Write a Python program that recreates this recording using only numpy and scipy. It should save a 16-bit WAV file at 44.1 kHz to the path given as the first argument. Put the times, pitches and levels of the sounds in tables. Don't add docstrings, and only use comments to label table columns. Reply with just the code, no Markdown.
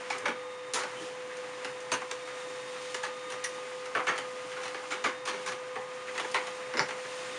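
import sys
import numpy as np
from scipy import signal
from scipy.fft import rfft, irfft
from scipy.io import wavfile
from scipy.ndimage import uniform_filter1d

SR = 44100
rng = np.random.default_rng(int(sys.argv[2]) if len(sys.argv) > 2 else 0)


def transcribe(signal):
    frames = np.atleast_2d(signal).T
    limited = np.clip(frames, -1, 1)
    pcm = np.round(limited * 32767).astype(np.int16)
    wavfile.write(sys.argv[1], SR, pcm)


def boost(x):
    u = np.asarray(x, float) / 20
    return 10 ** u


N = 325458


def rms_one(x):
    return x / np.sqrt(np.mean(x ** 2) + 1e-20)


def in_time(rows):
    times, *columns = np.transpose(rows)
    return [np.interp(np.arange(N) / SR, times, column) for column in columns]


def at_hz(points, hz):
    point_hz, point_db = np.array(points)[:, :2].T
    return np.interp(np.log(hz), np.log(point_hz), point_db)


def drift(rate_hz):
    hop = 40
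    r = np.exp(-2 * np.pi * hop * rate_hz / SR)
    slow = signal.lfilter([1], [1, -2 * r, r * r], rng.standard_normal(N // hop + 2002))[2000:]
    return np.interp(np.arange(N) / hop, np.arange(len(slow)), rms_one(slow))


def resonance(x, hz, width):
    r = np.exp(-np.pi * width / SR)
    poles = [1, -2 * r * np.cos(2 * np.pi * hz / SR), r * r]
    return signal.lfilter(np.array([1, 0, -1]) * (1 - r * r) / 2, poles, x)


def coloured_noise(spectrum, patchy_db, grain_db):
    hz = np.maximum(np.fft.rfftfreq(N, 1 / SR), 1)
    grains = rng.standard_normal(N) * boost(grain_db * rng.exponential(1, N))
    shaped = rfft(grains) * boost(at_hz(spectrum, hz))
    out = 0
    for octave in range(4, 15):
        share = np.clip(1 - np.abs(np.log2(hz) - octave), 0, 1)
        out = out + irfft(shaped * share, N) * boost(patchy_db * drift(19.4))
    return rms_one(out)


def room(x):
    t60_s, level_db, wall_cut_hz = 0.28, -4.5, 2600
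    t = np.arange(SR // 3) / SR
    white = rng.standard_normal(len(t))
    dull = signal.sosfilt(signal.butter(1, wall_cut_hz, fs=SR, output="sos"), white)
    tail = dull * boost(-60 * t / t60_s) + (white - dull) * boost(-90 * t / t60_s)
    tail *= np.clip(t / 0.0041, 0, 1)
    wet = boost(level_db) * signal.fftconvolve(x, tail / np.sqrt(np.sum(tail ** 2)))
    return wet + np.pad(x, (0, len(t) - 1))


# (frequency [Hz], level per Hz [dB])
DRIVE_COLOUR = [(15, -81), (25, -60), (70, -58), (95, -43), (125, -20), (250, -14), (400, -11.5),
                (620, -10.5), (1000, -9.5), (1900, -8), (3000, -17.5), (5000, -36), (8000, -68)]
# (frequency [Hz], level per Hz [dB])
PAPER_COLOUR = [(1500, -27), (2500, -2), (3200, -4.5), (4000, -7), (5400, -9), (7000, -9), (9000, -11),
                (10300, -22.5), (11500, -18.5)]
# (frequency [Hz], width [Hz], level [dB])
CASE_PANELS = [(132, 23, -67.5), (306.7, 9.5, -65), (400, 4.2, -64.5), (854, 37, -59.5), (1065, 90, -56),
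               (2110, 98, -59.5)]
# (time [s], level [dB])
DRIVE_LOAD = [(0, -40.5), (.18, -42), (.35, -46), (.78, -45.5), (.9, -40), (1.15, -43), (1.66, -41),
              (1.95, -44), (2.67, -42), (3.06, -43.5), (4.09, -43), (4.3, -43), (5.1, -42.5), (5.3, -49),
              (5.43, -42), (5.7, -44.5), (6.33, -42), (7.38, -40)]
# (middle time [s], half length [s], rise [dB])
PAPER_SLIDES = [(1.3, 0.27, -0.5), (2.4, 0.67, 2.5), (2.898, 0.26, 5.5), (3.55, 0.59, 3), (4.6, 0.73, 3),
                (5.42, .12, 4), (6.3, .4, 4), (6.913, .1, -0.5), (7.197, 0.31, 4.5), (1.05, 0.092, 4),
                (1.8, .1, -1)]


def running_noise():
    drive_db, = in_time(DRIVE_LOAD)
    t = np.arange(N) / SR
    paper_db = drive_db - 10
    for middle, half, rise_db in PAPER_SLIDES:
        paper_db = paper_db + rise_db * np.clip(1 - np.abs(t - middle) / half, 0, 1)
    drive = boost(drive_db - 4.0) * coloured_noise(DRIVE_COLOUR, patchy_db=2.0, grain_db=0.9)
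    paper = boost(paper_db + 1.0) * coloured_noise(PAPER_COLOUR, patchy_db=0.74, grain_db=-2.0)
    panels = 0
    for hz, width, db in CASE_PANELS:
        panels = panels + boost(db) * rms_one(resonance(rng.standard_normal(N), hz, width))
    return drive + paper + panels


# (start time [s], end time [s], third multiple level [dB], sixth multiple level [dB])
CLEAR_PATHS = [(.2, 0.728, -62.5, -61), (.85, 1.5, -77, -69), (1.5, 2.2, -59.5, -65.5),
               (2.205, 3.62, -58, -59), (4.9, 5.35, -57, -58.5), (5.35, 6.05, -66, -69),
               (6.45, 6.8, -63, -63), (7.08, 7.45, -57, -58.5)]


def upper_path(column):
    screened_db, step_aside_s = -80, 0.041
    t = np.arange(N) / SR

    def opening(s):
        return np.clip((t - s) / step_aside_s + .5, 0, 1)

    level_db = screened_db
    for row in CLEAR_PATHS:
        is_open = opening(row[0]) - opening(row[1])
        level_db = level_db + (row[column] - screened_db) * is_open
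    return level_db


# (time [s], pitch [Hz], level [dB])
GEAR_RUNS = [
    [(0.0, 502.6, -44), (7.38, 506.8, -43.5)],
]
# (multiple of its pitch [-], level [dB])
GEAR_TONES = [(1, 1), (2, -15.5), (4, -23)]
# (time [s], level [dB])
MIRROR_SECOND_TONE = [(0, -54), (.4, -52), (.75, -56), (1, -59), (1.3, -57.5), (1.9, -62), (2.35, -53),
                      (2.7, -60), (3, -50.5), (3.3, -49), (3.8, -52.5), (4.18, -48.5), (4.5, -52),
                      (5.4, -53.5), (6, -53.5), (7.38, -55)]


def motors():
    hz, level_db = in_time(GEAR_RUNS[0])
    turn = 2 * np.pi * np.cumsum(hz) / SR
    gear = sum(boost(level_db + db + 1.14 * drift(14)) * np.sin(k * turn) for k, db in GEAR_TONES)
    mirror_hz = 612.8
    turn = 2 * np.pi * mirror_hz * np.arange(N) / SR
    levels = [(2, in_time(MIRROR_SECOND_TONE)[0]), (3, upper_path(2)), (6, upper_path(3))]
    mirror = sum(boost(db + 2.0 * drift(27)) * np.sin(k * turn) for k, db in levels)
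    return np.sqrt(2) * (gear + mirror)


# (time [s], frequency [Hz], peak level [dB], 60 dB decay time [s])
RINGING_PARTS = [(.103, 2270, -30, 0.16), (.103, 830, -34, 0.14), (1.92, 6350, -30.5, 0.11),
                 (1.92, 9030, -41, 0.19), (2.113, 9100, -57, 0.083), (2.945, 1230, -39, 0.11),
                 (3.441, 5800, -40, .2), (3.441, 1920, -31, 0.16), (3.441, 10000, -44, .12),
                 (3.96, 476, -27, 0.13), (4.085, 6370, -37, 0.079), (4.181, 9300, -45, 0.072),
                 (4.567, 1440, -33, .06), (4.915, 2250, -33, .15), (4.915, 6970, -33, 0.055),
                 (5.045, 2120, -28.5, 0.15), (5.76, 800, -37.5, 0.21), (6.8, 870, -28.5, 0.12),
                 (6.772, 5140, -43, 0.3), (6.796, 5900, -39, 0.13), (6.796, 4500, -37.5, .12),
                 (6.797, 7200, -44, 0.19), (6.801, 151, -42, 0.21), (.74, 3200, -47, 0.18),
                 (.96, 3040, -51, 1.1), (3.952, 2700, -37, .13), (6.346, 4030, -34.5, 0.07),
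                 (4.075, 2200, -28, 0.15), (.258, 2090, -30, 0.14), (5.042, 1150, -24, 0.12)]


def rings():
    out, t = np.zeros(N + SR), np.arange(SR // 4) / SR
    swell = 1 - np.exp(-t / 0.0021)
    for s, hz, peak_db, t60 in RINGING_PARTS:
        shaken = rms_one(resonance(rng.standard_normal(len(t)), hz, 40 + 0.01 * hz))
        start = round(s * SR)
        out[start:start + len(t)] += shaken * boost(peak_db - 60 * t / t60) * swell
    return out[:N]


# (time [s], peak level [dB])
CLAW_SNAPS = [
    (.836, -27),
    (1.647, -27.5),
    (4.916, -33),
    (6.738, -27),
    (6.771, -17.5),
    (6.794, -7.5),
    (6.801, -20),
    (6.811, -38),
    (6.83, -29),
]
# (frequency [Hz], width [Hz], level [dB])
TRAY_MODES = [(390, 99, -31), (900, 67, 1), (1480, 570, 15), (2240, 300, 14), (4600, 1400, 5.5),
              (5720, 380, 11.5), (7140, 440, -12)]


def snaps():
    clicks = np.full(N, 1e-18)
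    for s, peak_db in CLAW_SNAPS:
        clicks[round(s * SR) + np.arange(2)] = boost(peak_db + 1.5)
    clicks = signal.sosfilt(signal.butter(4, 7600, fs=SR, output="sos"), clicks)
    tray = 0
    for k, (hz, width, db) in enumerate(TRAY_MODES):
        tray = tray + (-1) ** k * boost(db) * resonance(clicks, hz, width)
    return tray


# (time [s], peak level [dB], snap below peak [dB],
# second landing above the first [dB], rattle 60 dB decay time [s])
LEVER_LANDINGS = [(.254, -17, -24, -7.5, .13), (.753, -22.5, -29, -7.5, 0.24), (.812, -29.5, -22, 4, 0.081),
                  (1.916, -18, -13, -2.5, 0.073), (2.942, -22.5, -9.5, -16, .07),
                  (3.299, -31, -13, 1.5, 0.092), (3.948, -16.5, -29, -3.5, 0.099),
                  (4.157, -33, -13.5, 9.5, 0.11), (4.632, -28.5, -15, 0, .12),
                  (5.039, -17.5, -21.5, -5, .155), (5.252, -27.5, -12.5, 6, .2),
                  (6.176, -22.5, -16, 1, 0.055), (6.342, -15, -21.5, -5.5, 0.1),
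                  (6.884, -27.5, -16.5, 0, 0.091)]
# (time [s], peak level [dB], snap [dB], second landing [dB], rattle decay time [s])
LIGHT_CATCHES = [
    (3.032, -21.5, -16.5, -4.5, 0.098),
    (4.067, -19, -23, 2, 0.17),
    (4.905, -25.5, -16.5, 0, 0.21),
    (5.46, -26.5, -12.5, -2, 0.24),
]
# (time [s], peak level [dB], thud below peak [dB], snap below peak [dB], rattle decay time [s])
PAW_BLOWS = [(.221, -32, -10, -32, .34), (.279, -26, -9, -19, 0.11), (.735, -19, -13, -3, 0.24),
             (0.998, -35.5, 1, -10, 0.31), (1.916, -24.5, -8, -22, 0.14), (4.743, -25.5, -18.5, -23, 0.076),
             (5.039, -26, -8, -19, .15), (6.069, -35, -14, -17, 0.23), (6.735, -25, -10.5, -28, .12),
             (6.771, -20.5, -12, -22, 0.1), (6.794, -23, -17, -32, .08), (6.816, -27.5, -8, -25, .053)]
# (time [s], peak level [dB], thud below peak [dB], snap below peak [dB], rattle decay time [s])
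SMALL_TICKS = [(.1, -24, -27, -14.5, 0.2), (.138, -29.5, -13, -21, 0.15), (.181, -33, -19, 6, 0.038),
               (.789, -29, -18, -10, .25), (1.366, -38, -31, -3, .07), (1.645, -25, -18, -16, 0.09),
               (1.8, -41, -17, 2, 0.16), (2.016, -27, -25, -25, .063), (2.111, -22, -22, -11, 0.032),
               (2.272, -33.5, -20, -19, .1), (3.439, -22.5, -34, -3, 0.087), (3.855, -31, -20, -16, .07),
               (3.995, -22.5, -28, -44, .1), (4.514, -32.5, -33, -21, .16), (4.566, -30.5, -20, -23, 0.44),
               (4.678, -29, -28, -11, 0.1), (5.33, -30, -13, -17.5, 0.36), (5.518, -27, -17, -17, 0.075),
               (5.755, -25, -17, -32, 0.072), (6.149, -30, -19, -18, 0.23),
               (6.245, -25.5, -19.5, -24, 0.03), (6.314, -34, -18, 1, 0.042),
               (6.468, -28.5, -23, -17.5, 0.094)]


def landings():
    thud_db = -22.5
    pairs = [(.02, *row) for row in LEVER_LANDINGS] + [(.012, *row) for row in LIGHT_CATCHES]
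    doubles = []
    for gap_s, s, db, snap_db, more_db, t60 in pairs:
        doubles.append((s, db, thud_db, snap_db, t60))
        doubles.append((s + gap_s, db + more_db, thud_db + 2.5, snap_db - 2, 1.2 * t60))
    return doubles + list(PAW_BLOWS) + list(SMALL_TICKS)


# (frequency [Hz], level [dB])
HOUSING_COLOUR = [(120, -9.5), (250, 0), (400, 5), (650, -2.5), (1000, 2.5), (1500, 3.5), (2100, 4),
                  (2700, 2.5), (3400, 1), (4300, 1), (5200, -0.5), (6200, 2.5), (9200, -3.5), (11000, -22)]


def knocks():
    out, t = np.zeros(N + SR), np.arange(SR // 4) / SR
    swell = 1 - np.exp(-t / .0013)
    modes = np.geomspace(130, 10500, 30)
    for s, peak_db, thud_db, snap_db, t60 in landings():
        clack_db = -6 + 0.21 * snap_db

        sizes = rng.standard_normal(len(t)) * boost(2.0 * np.minimum(rng.exponential(1, len(t)), 3.5))
        fall_db = -60 * t / t60
        contacts = sizes * (rng.random(len(t)) < 7000 / SR) * boost(fall_db) * swell
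        contacts[SR // 1000] += 1.4
        hard = contacts * boost(0.22 * fall_db)

        pitches = modes * boost(rng.normal(0, .1, len(modes)))
        share_db = np.interp(np.log(pitches), np.log([400, 800, 1300, 2400, 5500, 10000]),
                             [thud_db + 12, 0, 0, clack_db + 8, snap_db + 11.5, 1.16 * snap_db + 14.5])
        uneven_db = rng.normal(0, 1.2, len(modes))
        strength = boost(share_db + at_hz(HOUSING_COLOUR, pitches) + uneven_db)
        widths = 30 + .14 * pitches
        body = 0
        for k, (gain, hz, width) in enumerate(zip(strength, pitches, widths)):
            push = hard if hz > 3500 else contacts
            body = body + (-1) ** k * gain * resonance(push + 1e-18, hz, width) / np.sqrt(width)

        loudest = np.sqrt(uniform_filter1d(body ** 2, size=SR // 100).max())
        heard = room(boost(peak_db - 10) * body / loudest)
        start = round(s * SR)
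        out[start:start + len(heard)] += heard
    return out[:N]


def scene():
    hits = knocks() + rings() + room(snaps())[:N]
    thin = signal.sosfilt(signal.butter(2, 110, "high", fs=SR, output="sos"), hits)
    return (running_noise() + motors() + thin)[None]


def drop_weak_treble(x):
    weak_hz, weak_db = 10800, -110
    hz, _, z = signal.stft(x, SR, nperseg=2048)
    strong = uniform_filter1d(np.abs(z) ** 2, size=6, axis=-2) > boost(weak_db) ** 2
    keep = strong | (hz < weak_hz)[:, None]
    return signal.istft(z * keep, SR, nperseg=2048)[1][..., :N]


def roll_off(x):
    return signal.sosfilt(signal.butter(12, 14840, fs=SR, output="sos"), x)


def record(dry):
    heard = dry - 0.61 * resonance(dry, 7940, 710)
    kept = signal.sosfilt(signal.cheby2(14, 60, 11800, fs=SR, output="sos"), heard)
    mirrored = kept * (-1.) ** np.arange(N)
    image = signal.sosfilt(signal.butter(3, [13100, 14250], "band", fs=SR, output="sos"), mirrored)
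    mix = drop_weak_treble(kept + boost(-24.0) * image)
    return roll_off(mix)


dry = scene()
out = record(dry)
transcribe(out)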